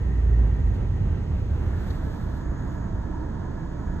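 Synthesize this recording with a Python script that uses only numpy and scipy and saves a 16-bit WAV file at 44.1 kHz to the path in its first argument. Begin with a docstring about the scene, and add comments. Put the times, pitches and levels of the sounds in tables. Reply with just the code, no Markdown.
"""Inside a car rolling in dense highway traffic. At first the engine booms and whines over road rumble,
tyre roar and faint hiss, and soft bumps ring the cabin. The engine sinks to idle and the cabin drones.
Half way, a hand rustles as it turns the phone from the windscreen to the side window, and the trim ticks.
Now the tyres of the next lane come through the glass, swelling and humming, with one more soft bump."""
import sys
import numpy as np
from scipy import signal
from scipy.fft import rfft, irfft
from scipy.io import wavfile
from scipy.ndimage import uniform_filter1d

SR = 44100
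rng = np.random.default_rng(int(sys.argv[2]) if len(sys.argv) > 2 else 0)


def generate_wav(sig):
    """Save sig (samples, or channels by samples) to the path in sys.argv[1] as 16-bit PCM at SR."""
    pcm = np.round(np.clip(np.atleast_2d(sig).T, -1, 1) * 32767).astype(np.int16)
    wavfile.write(sys.argv[1], SR, pcm)


N = 176400

# How much louder left is than right, facing ahead and facing the side: pitch_hz, difference_db
AHEAD_BALANCE = [(55, -2), (90, -1.5), (140, -4.5), (210, -6.5), (740, -4.5), (1130, -3), (2600, -0.5)]
SIDE_BALANCE = [(60, 3.5), (140, -4), (330, -10), (740, -6), (1130, -4), (1700, 0)]


def undb(db):
    """Turn decibels into a number to multiply by."""
    return 10 ** (np.asarray(db) / 20)


def clock():
    """The time of every sample, in seconds."""
    return np.arange(N) / SR


def pitches():
    """The pitch of every point in the spectrum, in Hz."""
    return np.maximum(np.arange(N // 2 + 1) * SR / N, 1)


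def over_time(rows, column=1):
    """Join the points of a table with straight lines in time."""
    rows = np.array(rows)
    return np.interp(clock(), rows[:, 0], rows[:, column])


def over_pitch(rows):
    """Join the points of a table across pitch, giving each octave equal room."""
    rows = np.array(rows)
    return np.interp(np.log(pitches()), np.log(rows[:, 0]), rows[:, 1])


def peak(pitch_hz, width_hz):
    """The shape of a resonance: 1 at its pitch, less on either side."""
    return 1 / (1 + (2 * (pitches() - pitch_hz) / width_hz) ** 2)


def hump(middle_s, half_width_s):
    """A smooth rise and fall around one moment."""
    return np.exp(-((clock() - middle_s) / half_width_s) ** 2)


def wobble(rate_hz):
    """A smooth random wander, about 1 in size."""
    hold = int(SR / rate_hz)
    steps = rng.standard_normal(256)[np.arange(N) // hold % 256]
    smooth = uniform_filter1d(uniform_filter1d(steps, hold), hold)
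    return smooth / np.std(smooth)


def reflections():
    """Echoes in the cabin leave fine peaks and dips in the treble, given in dB."""
    depth_db, spacing_hz, full_above_hz = 1.8, 40, 1500
    ripple = np.interp(pitches(), np.arange(512) * spacing_hz, rng.standard_normal(512))
    return depth_db * np.minimum(pitches() / full_above_hz, 1) * ripple


def noise(tone_db, balance_db=0):
    """Shaped noise of strength 1 at two microphones: partly shared, the right one a little late."""
    # How alike the two sides are (1 is the same): pitch_hz, likeness
    likeness = [(50, .998), (120, 0.93), (220, 1), (380, 0.52), (600, 0.37), (1000, 0.56), (2000, 0.8),
                (4000, 0.51), (7000, 1)]
    # How far the right side lags the left: pitch_hz, lag_radians
    lag = [(60, 0), (430, -.7), (700, .3), (1350, 0), (1800, .6), (2500, 2.3), (3400, 2.5), (5100, 3.2),
           (6500, 6), (7500, 6.4), (9100, 9.2), (10300, 9.6), (11800, 12.4), (13100, 12.7), (14000, 15.5)]
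    shared, apart = rfft(rng.standard_normal((2, N)))
    alike = np.clip(over_pitch(likeness), 0, .999)
    shared, apart = shared * np.sqrt(1 + alike), apart * np.sqrt(1 - alike)
    left = (shared + apart) * undb(balance_db / 2)
    right = (shared - apart) * undb(-balance_db / 2) * np.exp(-1j * over_pitch(lag))
    sound = irfft(np.array([left, right]) * undb(tone_db + reflections()), N)
    return sound / np.std(sound)


def through_body(sound):
    """Sound carried by the car's body is stronger on the door side."""
    balance_db = over_pitch(AHEAD_BALANCE)
    return irfft(rfft(sound) * undb(np.array([balance_db, -balance_db]) / 2), N)


def engine():
    """The firing cylinders boom while pulling, then sink to a lumpier idle."""
    # How fast the engine fires and how loud it is: time_s, pitch_hz, level_db
    revs = [(0, 59.25, -31.5), (.15, 57.85, -30), (.3, 56.3, -21), (.48, 54.64, -22.5), (.57, 53.14, -32),
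            (.7, 52.61, -30.5), (.8, 50.63, -23.5), (.88, 47.42, -31), (1.05, 43.48, -31),
            (1.4, 33.22, -36), (1.85, 30.26, -36), (2.7, 29.18, -37.5), (4, 27.32, -36)]
    # The tones in its hum: pitch_multiple, pulling_db, idling_db
    tones = [(1, 5, 1), (2, -12, -1), (3, -31, -5), (4, -35, -14)]
    pitch_hz = over_time(revs) * (1 + .0088 * wobble(17))
    phase = 2 * np.pi * np.cumsum(pitch_hz) / SR
    lift_off_s, idle_s, rough_db = .45, 1.09, 2
    idle = over_time([(lift_off_s, 0), (idle_s, 1)])
    hum = np.zeros(N)
    for multiple, pulling_db, idling_db in tones:
        level_db = pulling_db + idle * (idling_db - pulling_db) + rough_db * wobble(22.17)
        hum += undb(level_db) * np.sin(multiple * phase + 2 * np.pi * rng.random())
    return through_body(np.sqrt(2) * hum * undb(over_time(revs, column=2)))


def whine():
    """A narrow, noisy whine dies away while the engine slows."""
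    # The whine's fade: time_s, level_db
    loudness = [(0, -56), (.27, -54), (.6, -56.5), (1.3, -61.5), (1.55, -72)]
    band = noise(20 * np.log10(peak(1875, width_hz=150)))
    return band * undb(over_time(loudness) + wobble(19))


def rumble():
    """The rough road shakes the body through the wheels; the cabin drones as the car coasts."""
    # How hard the road shakes the car: time_s, level_db
    loudness = [(0, -27), (.6, -26.5), (1.05, -29), (2.2, -31.5), (3.1, -31), (3.65, -39.5), (4, -31.5)]
    # The rumble's deep tone: pitch_hz, relative_db
    tone = [(15, -53.5), (20, -24), (28, -8.5), (38, 6.5), (46, -0.5), (58, 8.5), (72, 5.5), (92, 2),
            (122, -3), (150, -8.5), (240, -73)]
    balance_db = over_pitch(AHEAD_BALANCE)
    drone = noise(40 * np.log10(peak(102, width_hz=43)), balance_db)
    shake = noise(over_pitch(tone), balance_db) * undb(over_time(loudness))
    return shake + drone * undb(-33) * hump(middle_s=1.2, half_width_s=.66)


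def roar(tone, rings, balance, flutter_db):
    """Tyre noise comes through glass and trim, ringing at a few pitches and fluttering slightly."""
    tone_db = over_pitch(tone) + sum(lift_db * peak(hz, width_hz) for hz, width_hz, lift_db in rings)
    return noise(tone_db, over_pitch(balance)) * undb(flutter_db * wobble(16))


def tyres():
    """Turning the phone trades the tyre noise from ahead for that of the next lane."""
    # Road noise at the windscreen and at the side window: pitch_hz, relative_db
    ahead_tone = [(30, -28.5), (55, -15), (75, 16), (95, 4.5), (120, 4.5), (150, -2), (185, 1.5), (230, -4),
                  (320, -8.5), (410, -7.5), (580, -17.5), (850, -20), (1200, -25.5), (1650, -28),
                  (1900, -35.5), (2100, -32), (2800, -35.5), (4000, -47.5), (9000, -79)]
    side_tone = [(30, -23), (70, -5.5), (125, 2), (180, 1.5), (250, -4), (305, -2), (390, -12.5),
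                 (520, -14.5), (660, -15.5), (790, -20.5), (1050, -20), (1450, -23), (1780, -24.5),
                 (2050, -33.5), (2400, -37.5), (7000, -84.5)]
    # Where the tyres and cabin ring: pitch_hz, width_hz, lift_db
    ahead_rings = [(1318, 24, 4.5), (1573, 38, 6.5), (2760, 290, 3), (4100, 210, 8.5)]
    side_rings = [(927, 140, 5.9), (1312.6, 19, 7.8), (1693, 43, 7.5), (2740, 69, 4.8), (3900, 220, 11)]
    turn_start_s, turn_end_s = 1.31, 2.3
    turn = np.pi / 2 * over_time([(turn_start_s, 0), (turn_end_s, 1)])
    ahead = undb(-29.5) * roar(ahead_tone, ahead_rings, AHEAD_BALANCE, flutter_db=.93)
    side = undb(-33.5) * roar(side_tone, side_rings, SIDE_BALANCE, flutter_db=.4)
    return np.cos(turn) * ahead + np.sin(turn) * side


def hiss():
    """Air hisses steadily, and a thin sizzle comes and goes above it."""
    # The tone of the air: pitch_hz, relative_db
    tone = [(2500, -4), (3400, 4.5), (4400, 0), (5600, -1.5), (6700, -3), (7800, -10), (12500, -21),
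            (14000, -25)]
    # The sizzle's rise and fall: time_s, level_db
    loudness = [(0, -78), (2.35, -85), (2.45, -68.5), (2.8, -69), (3.05, -83), (3.5, -77), (3.95, -71.5)]
    sizzle = noise(40 * np.log10(peak(6720, width_hz=700))) * undb(over_time(loudness))
    return undb(-62.5) * noise(over_pitch(tone)) + sizzle


def bumps():
    """Each bump pushes softly on the body and makes the cabin ring."""
    # Bumps in the road: start_s, level_db
    hits = [(0.138, -22), (0.297, -26.5), (0.784, -24), (1.013, -19), (2.931, -22)]
    # The cabin's own notes, each dying by 60 dB in its ring time: pitch_hz, relative_db, ring_s
    notes = [(52.7, 3, 0.23), (92.5, 5, 0.1), (123, -16, 0.066)]
    rise_s = .0035
    sound = np.zeros(N)
    for start_s, level_db in hits:
        age = np.maximum(clock() - start_s, 0)
        ring = sum(undb(db - 60 * age / ring_s) * np.sin(2 * np.pi * hz * age)
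                   for hz, db, ring_s in notes)
        sound += undb(level_db) * ring * (1 - np.exp(-age / rise_s))
    return through_body(sound)


def tread():
    """The tyre treads of nearby cars hum, most of all as a car draws alongside."""
    # The hum's rise and fall: time_s, level_db
    loudness = [(.6, -68), (.85, -57), (1.2, -64.5), (2.2, -63.5), (2.85, -52), (3.4, -50.5), (3.85, -53)]
    flutter_db = 1.8
    band = noise(20 * np.log10(peak(955, width_hz=150)), over_pitch(SIDE_BALANCE))
    return band * undb(over_time(loudness) + flutter_db * wobble(10))


def hand():
    """A hand rubs on the phone, making short swishes and a grainy rustle; two bright ticks share the same tone."""
    # Quick slips of the hand, then two bright ticks late on: middle_s, half_width_s, level_db
    bursts = [(.68, .016, -70), (.748, .026, -64), (2.372, .012, -68), (3.025, .008, -68)]
    # The longer rustle: time_s, level_db
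    loudness = [(1.2, -74), (1.58, -66), (1.7, -63), (1.9, -58.5), (2.38, -63.5), (2.47, -74),
                (2.75, -64.5), (2.9, -92), (3.7, -78), (3.9, -73)]
    # The bright tone of both: pitch_hz, relative_db
    tone = [(2000, -1.5), (3800, 7.5), (5200, 0.5), (7200, -3), (9500, -5.5), (12000, -5), (13500, -8)]
    grain_db = 1.2
    short_bursts = sum(undb(db) * hump(middle_s, half_width_s) for middle_s, half_width_s, db in bursts)
    rub = undb(over_time(loudness)) + short_bursts
    return rub * undb(grain_db * wobble(45)) * noise(over_pitch(tone))


def tyre_swells():
    """Tyre roar swells twice through the side glass."""
    # Each swell: middle_s, half_width_s, level_db
    swells = [(1.82, 0.24, -50), (2.6, 0.4, -54)]
    # The tone of the roar: pitch_hz, relative_db
    tone = [(450, -21.5), (800, -3), (1350, -0.5), (1750, 2), (2100, -9), (5000, -61)]
    strength = sum(undb(db) * hump(middle_s, half_width_s) for middle_s, half_width_s, db in swells)
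    return strength * noise(over_pitch(tone))


def trim_tick():
    """The trim gives a small tick: a burst of noise that dies at once."""
    # When it ticks: start_s, level_db
    ticks = [(1.904, -42)]
    # The tick's sharp tone: pitch_hz, relative_db
    tone = [(1000, -43), (3600, 13), (4250, 14), (5000, 2), (7000, -3), (13000, -16)]
    rise_s, fade_s = .002, .006
    strength = np.zeros(N)
    for start_s, level_db in ticks:
        age = np.maximum(clock() - start_s, 0)
        strength += undb(level_db) * (1 - np.exp(-age / rise_s)) * np.exp(-age / fade_s)
    return strength * noise(over_pitch(tone))


def scene():
    """Everything heard from the passenger seat."""
    own_car = engine() + whine() + rumble() + bumps()
    traffic = tyres() + tyre_swells() + tread()
    return own_car + traffic + hiss() + trim_tick() + hand()


def record(dry):
    """The phone cuts the deepest bass and the highest treble."""
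    lowest_hz, highest_hz = 20, 13800
    thinned = signal.sosfilt(signal.butter(2, lowest_hz, "high", fs=SR, output="sos"), dry)
    return signal.sosfilt(signal.ellip(8, .2, 70, highest_hz, fs=SR, output="sos"), thinned)


dry = scene()
out = record(dry)
generate_wav(out)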